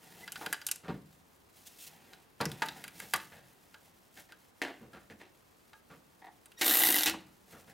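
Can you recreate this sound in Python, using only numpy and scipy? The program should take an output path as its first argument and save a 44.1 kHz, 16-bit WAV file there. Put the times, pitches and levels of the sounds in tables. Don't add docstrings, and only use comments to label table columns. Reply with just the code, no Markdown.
import sys
import numpy as np
from scipy import signal
from scipy.fft import rfft, irfft
from scipy.io import wavfile
from scipy.ndimage import uniform_filter1d

SR = 44100
rng = np.random.default_rng(int(sys.argv[2]) if len(sys.argv) > 2 else 0)


def int16_out(signal):
    q = np.round(np.clip(np.atleast_2d(signal).T, -1, 1) * 32767)
    wavfile.write(sys.argv[1], SR, q.astype(np.int16))


N = 340893
TIME = np.arange(N) / SR

# (time [s], hammer blows [per s])
HAMMER_RATE = [(6.623, 45), (6.71, 72), (6.76, 61), (6.87, 59), (7.065, 35)]
# (frequency [Hz], width [Hz], relative level [dB])
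STEEL_MODES = [(885, 45, -9), (1211, 60, -12), (1490, 100, -1), (1630, 80, 1), (1990, 90, -2),
               (2370, 70, -9), (3000, 160, -8), (3840, 110, -7), (4710, 70, -5)]
# (frequency [Hz], width [Hz], relative level [dB])
WRENCH_MODES = [(325, 48, 1), (820, 110, 1), (1600, 90, -6), (1965, 150, 5), (2900, 220, 2), (3750, 400, 3)]
# (frequency [Hz], width [Hz], relative level [dB])
SOCKET_MODES = [(10130, 2800, 5), (12780, 800, 11), (13500, 650, 1)]
# (frequency [Hz], relative level [dB])
CLINK_COLOUR = [(120, -26), (350, 18.5), (600, -4), (900, 6), (1700, -10.5), (2600, 14), (4500, 5),
                (7000, -14.5), (14000, -38)]
# (frequency [Hz], relative level [dB])
TICK_COLOUR = [(1500, 10.8), (3500, 28), (8000, 32.8), (11000, 33.9), (13500, 29.3), (16000, 7.9)]
# (frequency [Hz], relative level [dB])
HAMMER_COLOUR = [(80, -43.5), (170, -13.5), (260, 0.5), (550, -2.5), (1200, -2), (3600, -1), (5500, -1.5),
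                 (7500, -1.5), (11000, -3.5), (16000, -6)]
CLINK_CONTACT_S = 0.0021
HAMMER_DB = -34


def from_db(db):
    return 10 ** (np.asarray(db) / 20)


def rms_one(x):
    return x / np.sqrt(np.mean(x ** 2) + 1e-20)


def at_level(x, db, size=1100):
    return x * from_db(db) / np.sqrt(np.mean(x[:size] ** 2))


def add(track, s, sound):
    i = int(s * SR)
    track[i:i + len(sound)] += sound[:N - i]


def in_time(rows, outside=-150):
    s, *columns = np.transpose(rows)
    return [np.interp(TIME, s, c, left=outside, right=outside) for c in columns]


def at_hz(points, hz):
    f, value = np.transpose(points)
    return np.interp(np.log(np.maximum(hz, 1)), np.log(f), value)


def drift(rate):
    knots = rng.standard_normal(4000)
    return np.interp(TIME * rate, np.arange(len(knots)), knots)


def stroke(start, length, attack, release):
    t = TIME - start
    return np.clip(t / attack, 0, 1) * np.exp(-np.maximum(t - length, 0) / release)


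def bump(centre, half):
    return np.exp(-((TIME - centre) / half) ** 2)


def high_pass(x, hz, order=1):
    return signal.sosfilt(signal.butter(order, hz, "high", fs=SR, output="sos"), x)


def low_pass(x, hz):
    return signal.sosfilt(signal.butter(1, hz, fs=SR, output="sos"), x)


def minimum_phase(gains):
    cepstrum = irfft(np.log(gains))
    half = len(cepstrum) // 2
    cepstrum[1:half] *= 2
    cepstrum[half + 1:] = 0
    return np.exp(rfft(cepstrum))


def even(burst, width_hz):
    spectrum = rfft(burst)
    power = uniform_filter1d(np.abs(spectrum) ** 2, int(width_hz * len(burst) / SR) + 1)
    return irfft(spectrum / minimum_phase(np.sqrt(power + 1e-12)))


def colour(x, spectrum, size=4096):
    gains = from_db(at_hz(spectrum, np.fft.rfftfreq(size, 1 / SR)))
    response = irfft(minimum_phase(gains))
    return signal.fftconvolve(x, response / np.linalg.norm(response))[:len(x)]


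def resonate(x, modes):
    out = 0
    for hz, width, db in modes:
        r = np.exp(-np.pi * width / SR)
        poles = [1, -2 * r * np.cos(2 * np.pi * hz / SR), r * r]
        ring = signal.lfilter([1, 0, -1], poles, x + 1e-18)
        out = out + from_db(db) * np.sqrt(1 - r * r) * ring
    return rms_one(out) * np.std(x)


def contact(seconds, rise_s, grit_db, size=16384):
    t = np.arange(size) / SR
    uneven = sum(np.repeat(rng.standard_normal(size // step), step) for step in (32, 128))
    impacts = rng.standard_normal(size) * from_db(grit_db * uneven)
    force = impacts * np.exp(-t / seconds) * (1 - np.exp(-t / rise_s))
    return even(force, 160)


def strikes(rate, seconds, jitter_s, spread_db, grind_db):
    at = np.flatnonzero(np.diff(np.ceil(np.cumsum(rate) / SR)) > 0)
    chance = rng.standard_normal((400, 2))[:len(at)]
    clicks = np.zeros(N)
    clicks[at + (chance[:, 0] * jitter_s * SR).astype(int)] = from_db(spread_db * chance[:, 1])
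    age = np.arange(1024) / (seconds * SR)
    cracks = signal.fftconvolve(clicks, age * np.exp(1 - age))[:N]
    grind = from_db(grind_db) * rate / rate.max()
    force = (cracks + grind) * rng.standard_normal(N)
    return force / np.std(force[at[0]:at[-1]])


def shop_air(db=-67):
    # (frequency [Hz], relative level [dB])
    air_colour = [(15, -92), (25, 2), (58, 5), (114, 0), (354, -2), (734, -7), (1100, -7.5), (10700, -33),
                  (16000, -97)]
    return from_db(db) * colour(rng.standard_normal(N), air_colour)


def echoes(x, decay, size=32768):
    t, tail = np.arange(size) / SR, 0
    edges = np.geomspace(40, 18000, 10)
    for low, high in zip(edges, edges[1:]):
        band_filter = signal.butter(2, [low, high], "band", fs=SR, output="sos")
        band = signal.sosfilt(band_filter, rng.standard_normal(size))
        t60 = at_hz(decay, np.sqrt(low * high))
        band *= from_db(-60 * t / t60) * (1 - np.exp(-t / 0.00042))
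        tail = tail + band / np.linalg.norm(band) * np.sqrt(2 * (high - low) / SR)
    return signal.fftconvolve(x, tail)[:N]


def engine_bay(x, bay_db=0.0, dull_hz=5500):
    # (frequency [Hz], t60 [s])
    bay_decay = [(150, 0.55), (1000, 0.026), (12000, 0.024)]
    heard, posture = 0, 2 * drift(22)
    for share in (np.cos(posture) ** 2, np.sin(posture) ** 2):
        response = from_db(bay_db) * low_pass(echoes(np.ones(1), bay_decay), dull_hz)
        response[0] += 1
        heard = heard + share * signal.fftconvolve(x, even(response, 220))[:N]
    return heard


def handling(swish_rub_db=-30.0, jiggle_db=-20.5, jiggles_per_s=45):
    # (start [s], length [s], rubbing level [dB], cloth hiss level [dB])
    rub_strokes = [(0.0, 0.23, -58.5, -62.5), (0.309, 0.12, -54.5, -54.5), (1.514, 0.34, -73, -64),
                   (1.858, 0.3, -64.5, -88), (2.376, 0.46, -56, -65), (2.922, 0.25, -66, -57),
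                   (3.297, 0.66, -77.5, -79.5), (7.451, 0.12, -64, -65)]
    # (time [s], half length [s], level [dB])
    quick_slides = [(1.672, 0.011, -51.5), (1.823, 0.029, -50.5), (1.874, 0.0091, -53), (4.196, 0.054, -64)]
    # (frequency [Hz], relative level [dB])
    rub_colour = [(60, -10.5), (170, 2.5), (550, -6.5), (800, 1), (1200, -14), (1800, -6), (5000, -17.5),
                  (14000, -21)]
    # (frequency [Hz], relative level [dB])
    cloth_colour = [(1000, -26.5), (3000, -11), (6000, -12), (16000, -13)]
    rub, hiss = from_db(-75.5), from_db(-71.5)
    for start, length, rub_db, hiss_db in rub_strokes:
        drag = stroke(start, length, attack=0.071, release=0.092)
        rub = rub + from_db(rub_db) * drag
        hiss = hiss + from_db(hiss_db) * drag
    swish = sum(from_db(db) * bump(s, half) for s, half, db in quick_slides)
    catches = from_db(2.3 * drift(300) + 1.8 * drift(30))
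    grain = rng.standard_normal((2, N)) * catches
    touches = rms_one((rng.random(N) < jiggles_per_s / SR) * rng.uniform(-0.75, 1, N))
    jiggle = colour(touches, CLINK_COLOUR) + resonate(touches, STEEL_MODES)
    rubbing = colour(grain[0], rub_colour) * (rub + swish * from_db(swish_rub_db))
    cloth = colour(grain[1], cloth_colour) * (hiss + swish)
    return rubbing + cloth + from_db(jiggle_db) * rub * jiggle


def squeak(s=0.237, hz=2020, bend_hz=45, db=-47):
    arch = bump(s, 0.013)
    pitch = hz - bend_hz * (1 - arch + drift(189) / 2)
    return from_db(db) * arch * np.sin(2 * np.pi * np.cumsum(pitch) / SR)


def knocks(ring_db=-3.5, damping=0.23, free_ring_s=0.013, lowest_cycles=2.1, tick_db=-64):
    # (time [s], thump level [dB], clank level [dB],
    # contact time [s], rise time [s], ring [Hz])
    bumps_and_scrapes = [(0.41, -81, -44, 0.027, 0.003, 855), (0.467, -51, -47.5, 0.0034, 0.00078, 780),
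                         (0.834, -51.5, -53.5, 0.042, 0.0037, 1220),
                         (0.881, -36, -41.5, 0.03, 0.00064, 187), (2.403, -33, -32.5, 0.021, 0.0011, 950),
                         (2.461, -39.5, -43.5, 0.0055, 0.00067, 155),
                         (2.621, -67, -32.5, 0.0073, 0.00029, 1610),
                         (3.019, -52.5, -54, 0.025, 0.0035, 1660),
                         (3.137, -47, -36.5, 0.012, 0.00092, 1680), (3.315, -56.5, -54, 0.077, 0.005, 1580),
                         (4.164, -71, -54, 0.015, 0.11, 1630), (4.289, -80, -61, 0.022, 0.011, 1700),
                         (4.617, -75, -32.5, 0.014, 0.00023, 1770), (4.644, -74, -41, 0.042, 0.0012, 1590),
                         (4.806, -52, -62, 0.053, 0.0037, 135), (4.931, -52, -54.5, 0.034, 0.017, 1230),
                         (5.099, -51, -53, 0.02, 0.00051, 1650), (5.198, -93, -53, 0.035, 0.0082, 1770),
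                         (5.898, -55, -55.5, 0.032, 0.0053, 1140),
                         (7.138, -46.5, -44.5, 0.0071, 0.0008, 870), (7.17, -61.5, -64, 0.11, 0.0028, 174),
                         (7.525, -53.5, -56, 0.04, 0.0023, 1250), (7.675, -56.5, -59, 0.035, 0.0026, 1560)]
    # (frequency [Hz], relative level [dB])
    thump_colour = [(35, 5), (60, -5), (130, 1), (200, 3), (300, 2), (500, -1.5), (900, -53.5)]
    # (frequency [Hz], relative level [dB])
    clank_colour = [(100, -23), (300, 10.5), (520, 2), (780, 7), (1100, 2), (1800, -2.5), (2800, -9.5),
                    (4500, -14.5), (7000, -29.5), (14000, -50)]
    out = np.zeros(N)
    for s, thump_db, clank_db, seconds, rise_s, ring_hz in bumps_and_scrapes:
        force = contact(seconds, rise_s, grit_db=2.5)
        ringing = from_db(ring_db) * (1 + (free_ring_s / seconds) ** 2)
        body = colour(force, clank_colour)
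        body += ringing * resonate(force, [(ring_hz, damping * ring_hz, 0)])
        body += from_db(tick_db) * colour(force, TICK_COLOUR)
        low_cut = min(lowest_cycles / seconds, 105)
        thump = high_pass(colour(force, thump_colour), low_cut, order=2)
        add(out, s, at_level(thump, thump_db) + at_level(body, clank_db))
    return out


def extension(ring_hz, focus_db_per_octave=9, size=16384):
    # (frequency [Hz], relative level [dB], t60 [s])
    rod_modes = [(890, 1, 0.085), (1210, -4, 0.12), (1295, -12, 0.36), (1635, 0, 0.13), (3825, -2, 0.07)]
    t, out = np.arange(size) / SR, 0
    for hz, db, t60 in rod_modes:
        off_pitch_db = focus_db_per_octave * abs(np.log2(hz / ring_hz))
        out = out + from_db(db - off_pitch_db - 60 * t / t60) * np.sin(2 * np.pi * hz * t)
    return out


def clinks(modes_db=7.0, ring_width_hz=60, socket_db=-13.0, light_cut_hz=900, light_db=-48, octave_db=12,
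           extension_seated_s=2.6):
    # (time [s], clank level [dB], tick level [dB], ring [Hz],
    # ring level relative to the rest of the clank [dB])
    steel_touches = [(0.277, -46, -70, 1640, -9), (0.32, -54, -45.5, 3030, 0), (0.357, -45, -80, 1480, -3),
                     (0.461, -39, -51.5, 1530, -10), (0.527, -34.5, -38.5, 1680, -2),
                     (0.544, -46.5, -75, 1680, -13), (0.615, -51, -70, 4700, -10),
                     (0.666, -55, -36, 3000, -17), (0.686, -44.5, -48, 2870, 0),
                     (0.713, -46.5, -33.5, 2780, -1), (0.758, -60, -52.5, 2740, -8),
                     (2.133, -56, -84, 3830, -9), (2.411, -38.5, -55, 4070, -4),
                     (2.454, -40.5, -50, 5270, 1), (2.516, -48.5, -55.5, 3440, 1),
                     (2.62, -35.5, -76, 910, 6.5), (2.66, -49, -56, 1580, -18),
                     (2.686, -42.5, -67, 3660, -3), (2.84, -46.5, -53.5, 2080, -4.5),
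                     (2.878, -50.5, -55.5, 2390, -6), (3, -47.5, -50.5, 2120, 1),
                     (3.136, -29, -36.5, 1165, -5.5), (3.16, -68, -44.5, 1710, -11),
                     (3.2, -50.5, -75, 1560, 0), (3.742, -53.5, -85, 1550, 1), (4.321, -54, -73, 1570, -1),
                     (4.932, -59.5, -85, 1320, 6), (5.732, -56.5, -90, 1650, 7.5),
                     (6.457, -59, -80, 8750, 2), (6.518, -62, -71, 2830, 1)]
    out = np.zeros(N)
    for s, clank_db, tick_db, ring_hz, ring_db in steel_touches:
        force = contact(CLINK_CONTACT_S, rise_s=0.0013, grit_db=5.0)
        steel = colour(force, CLINK_COLOUR) + from_db(modes_db) * resonate(force, STEEL_MODES)
        low_cut = min(light_cut_hz * 2 ** ((light_db - clank_db) / octave_db), light_cut_hz)
        steel = rms_one(high_pass(steel, low_cut))
        width = ring_width_hz + (ring_hz / 200) ** 2
        steel = steel + from_db(ring_db) * rms_one(resonate(force, [(ring_hz, width, 0)]))
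        tick = colour(force, TICK_COLOUR) + from_db(socket_db) * resonate(force, SOCKET_MODES)
        add(out, s, at_level(steel, clank_db) + at_level(tick, tick_db))
        if s > extension_seated_s:
            add(out, s, from_db(clank_db + ring_db) * extension(ring_hz))
    return out


def creak(s=6.217, slip_s=.025, db=-54, growth_db=1.5, count=3):
    # (frequency [Hz], width [Hz], level before each part rings twice [dB])
    creak_modes = [(330, 160, -9), (800, 210, 3), (1850, 420, -3), (3500, 900, -14)]
    out = np.zeros(N)
    for k in range(count):
        force = contact(0.0078, rise_s=0.0016, grit_db=2.0)
        buzz = 0
        for hz, width, part_db in creak_modes:
            mode = [(hz, width, 0)]
            buzz = buzz + from_db(part_db) * resonate(resonate(force, mode), mode)
        add(out, s + k * slip_s, at_level(buzz, db + k * growth_db))
    return out


def trigger(whistle_hz=1885, whirr_db=17):
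    # (time [s], level [dB])
    squeeze = [(6.566, -88), (6.578, -58), (6.61, -63.5), (6.63, -93)]
    # (multiple of the whistle pitch, relative level [dB])
    harmonics = [(1, 2), (2, 4), (3, 3)]
    phase = 2 * np.pi * np.cumsum(whistle_hz + 25 * drift(180)) / SR
    tone = sum(from_db(db) * np.sin(round(k) * phase) for k, db in harmonics)
    level = from_db(in_time(squeeze)[0])
    spin = np.clip((TIME - squeeze[1][0]) / (squeeze[2][0] - squeeze[1][0]), 0, 1)
    whirr = from_db(whirr_db) * colour(rng.standard_normal(N), HAMMER_COLOUR)
    return level * (tone * (1 - spin / 2) + spin * whirr)


def jolts(housing_db=-1.0, ring_db=-7.0, ring_width_hz=300, hum_db=-3, hum_s=0.028):
    # (time [s], level [dB], fading time [s], ring [Hz])
    start_and_brake = [(6.611, -32, 0.0092, 2180), (7.061, -31.5, 0.016, 2560)]
    out = np.zeros(N)
    for s, db, seconds, ring_hz in start_and_brake:
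        force = at_level(contact(seconds, rise_s=0.008, grit_db=3.0), db)
        housing = from_db(housing_db) * resonate(force, WRENCH_MODES)
        ring = from_db(ring_db) * resonate(force, [(ring_hz, ring_width_hz, 0)])
        add(out, s, colour(force, HAMMER_COLOUR) + housing + ring)
        hum = np.sin(2 * np.pi * WRENCH_MODES[0][0] * TIME)
        out += from_db(db + hum_db) * stroke(s, seconds, seconds, hum_s) * hum
    return out


def run_down(db=-38.0, ticks_per_s=170, fade_s=0.018):
    # (frequency [Hz], relative level [dB])
    gear_colour = [(150, 3), (320, -1), (2800, 13), (12000, -25)]
    coasting = stroke(HAMMER_RATE[-1][0], 0.022, 0.0096, fade_s)
    tick_rate = ticks_per_s * np.sqrt(coasting)
    teeth = strikes(tick_rate, seconds=.001, jitter_s=.001, spread_db=3, grind_db=-30)
    return from_db(db) * colour(teeth * coasting, gear_colour)


def wrench(attack_s=0.034, housing_db=-13.5, socket_db=5.5, bounce_db=-4.5, whine_db=-13, teeth_per_blow=61,
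           breakaway_s=6.8, rattle_db=-34, rattle_fall_db_per_s=27):
    rate = in_time(HAMMER_RATE, outside=0)[0]
    start, stop = HAMMER_RATE[0][0], HAMMER_RATE[-1][0]
    running = stroke(start, stop - start, attack_s, CLINK_CONTACT_S)
    blows = strikes(rate, seconds=.0011, jitter_s=.0005, spread_db=1.5, grind_db=-12)
    bounces = strikes(4 * rate, seconds=.0005, jitter_s=.0011, spread_db=2.5, grind_db=-18)
    force = (blows + from_db(bounce_db) * bounces) * running * from_db(HAMMER_DB)
    rattle = from_db(rattle_db - rattle_fall_db_per_s * np.abs(TIME - breakaway_s))
    chatter = (bounces + blows / 2) * running * rattle
    housing = 0
    for hz, width, db in WRENCH_MODES:
        uneven_force = force * from_db(4 * drift(60))
        housing = housing + from_db(db) * resonate(uneven_force, [(hz, width, 0)])
    mesh_hz = teeth_per_blow * (rate + drift(200))
    whine = running * from_db(HAMMER_DB + whine_db) * np.sin(2 * np.pi * np.cumsum(mesh_hz) / SR)
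    socket = from_db(socket_db) * resonate(chatter, SOCKET_MODES)
    return colour(force, HAMMER_COLOUR) + from_db(housing_db) * housing + whine + socket


def scene(close_db=1.0, shop_db=-9.5, side_db=-20.0, air_side_db=1.0):
    # (frequency [Hz], t60 [s])
    shop_decay = [(100, 1), (300, 0.17), (2000, 0.39), (14000, 0.25)]
    near = clinks() + knocks() + wrench() + jolts() + run_down()
    near = near + trigger() + squeak() + creak() + handling()
    dulled = low_pass(near, 6500)
    air, air_side = shop_air(), shop_air()
    mid = from_db(close_db) * engine_bay(near) + from_db(shop_db) * echoes(dulled, shop_decay) + air
    side_decay = [(150, 0.59), (12000, 0.013)]
    oblique = from_db(side_db) * echoes(dulled, side_decay) + from_db(air_side_db) * air_side
    side = high_pass(oblique, 200)
    return mid + side * np.array([[1], [-1]])


def record(dry, low_cut_hz=68, peak_limit=0.35, cutoff_hz=15800):
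    thin = high_pass(dry, low_cut_hz, order=2)
    rounded = peak_limit * np.tanh(thin / peak_limit)
    return signal.sosfilt(signal.ellip(10, .2, 80, cutoff_hz, fs=SR, output="sos"), rounded)


dry = scene()
out = record(dry)
int16_out(out)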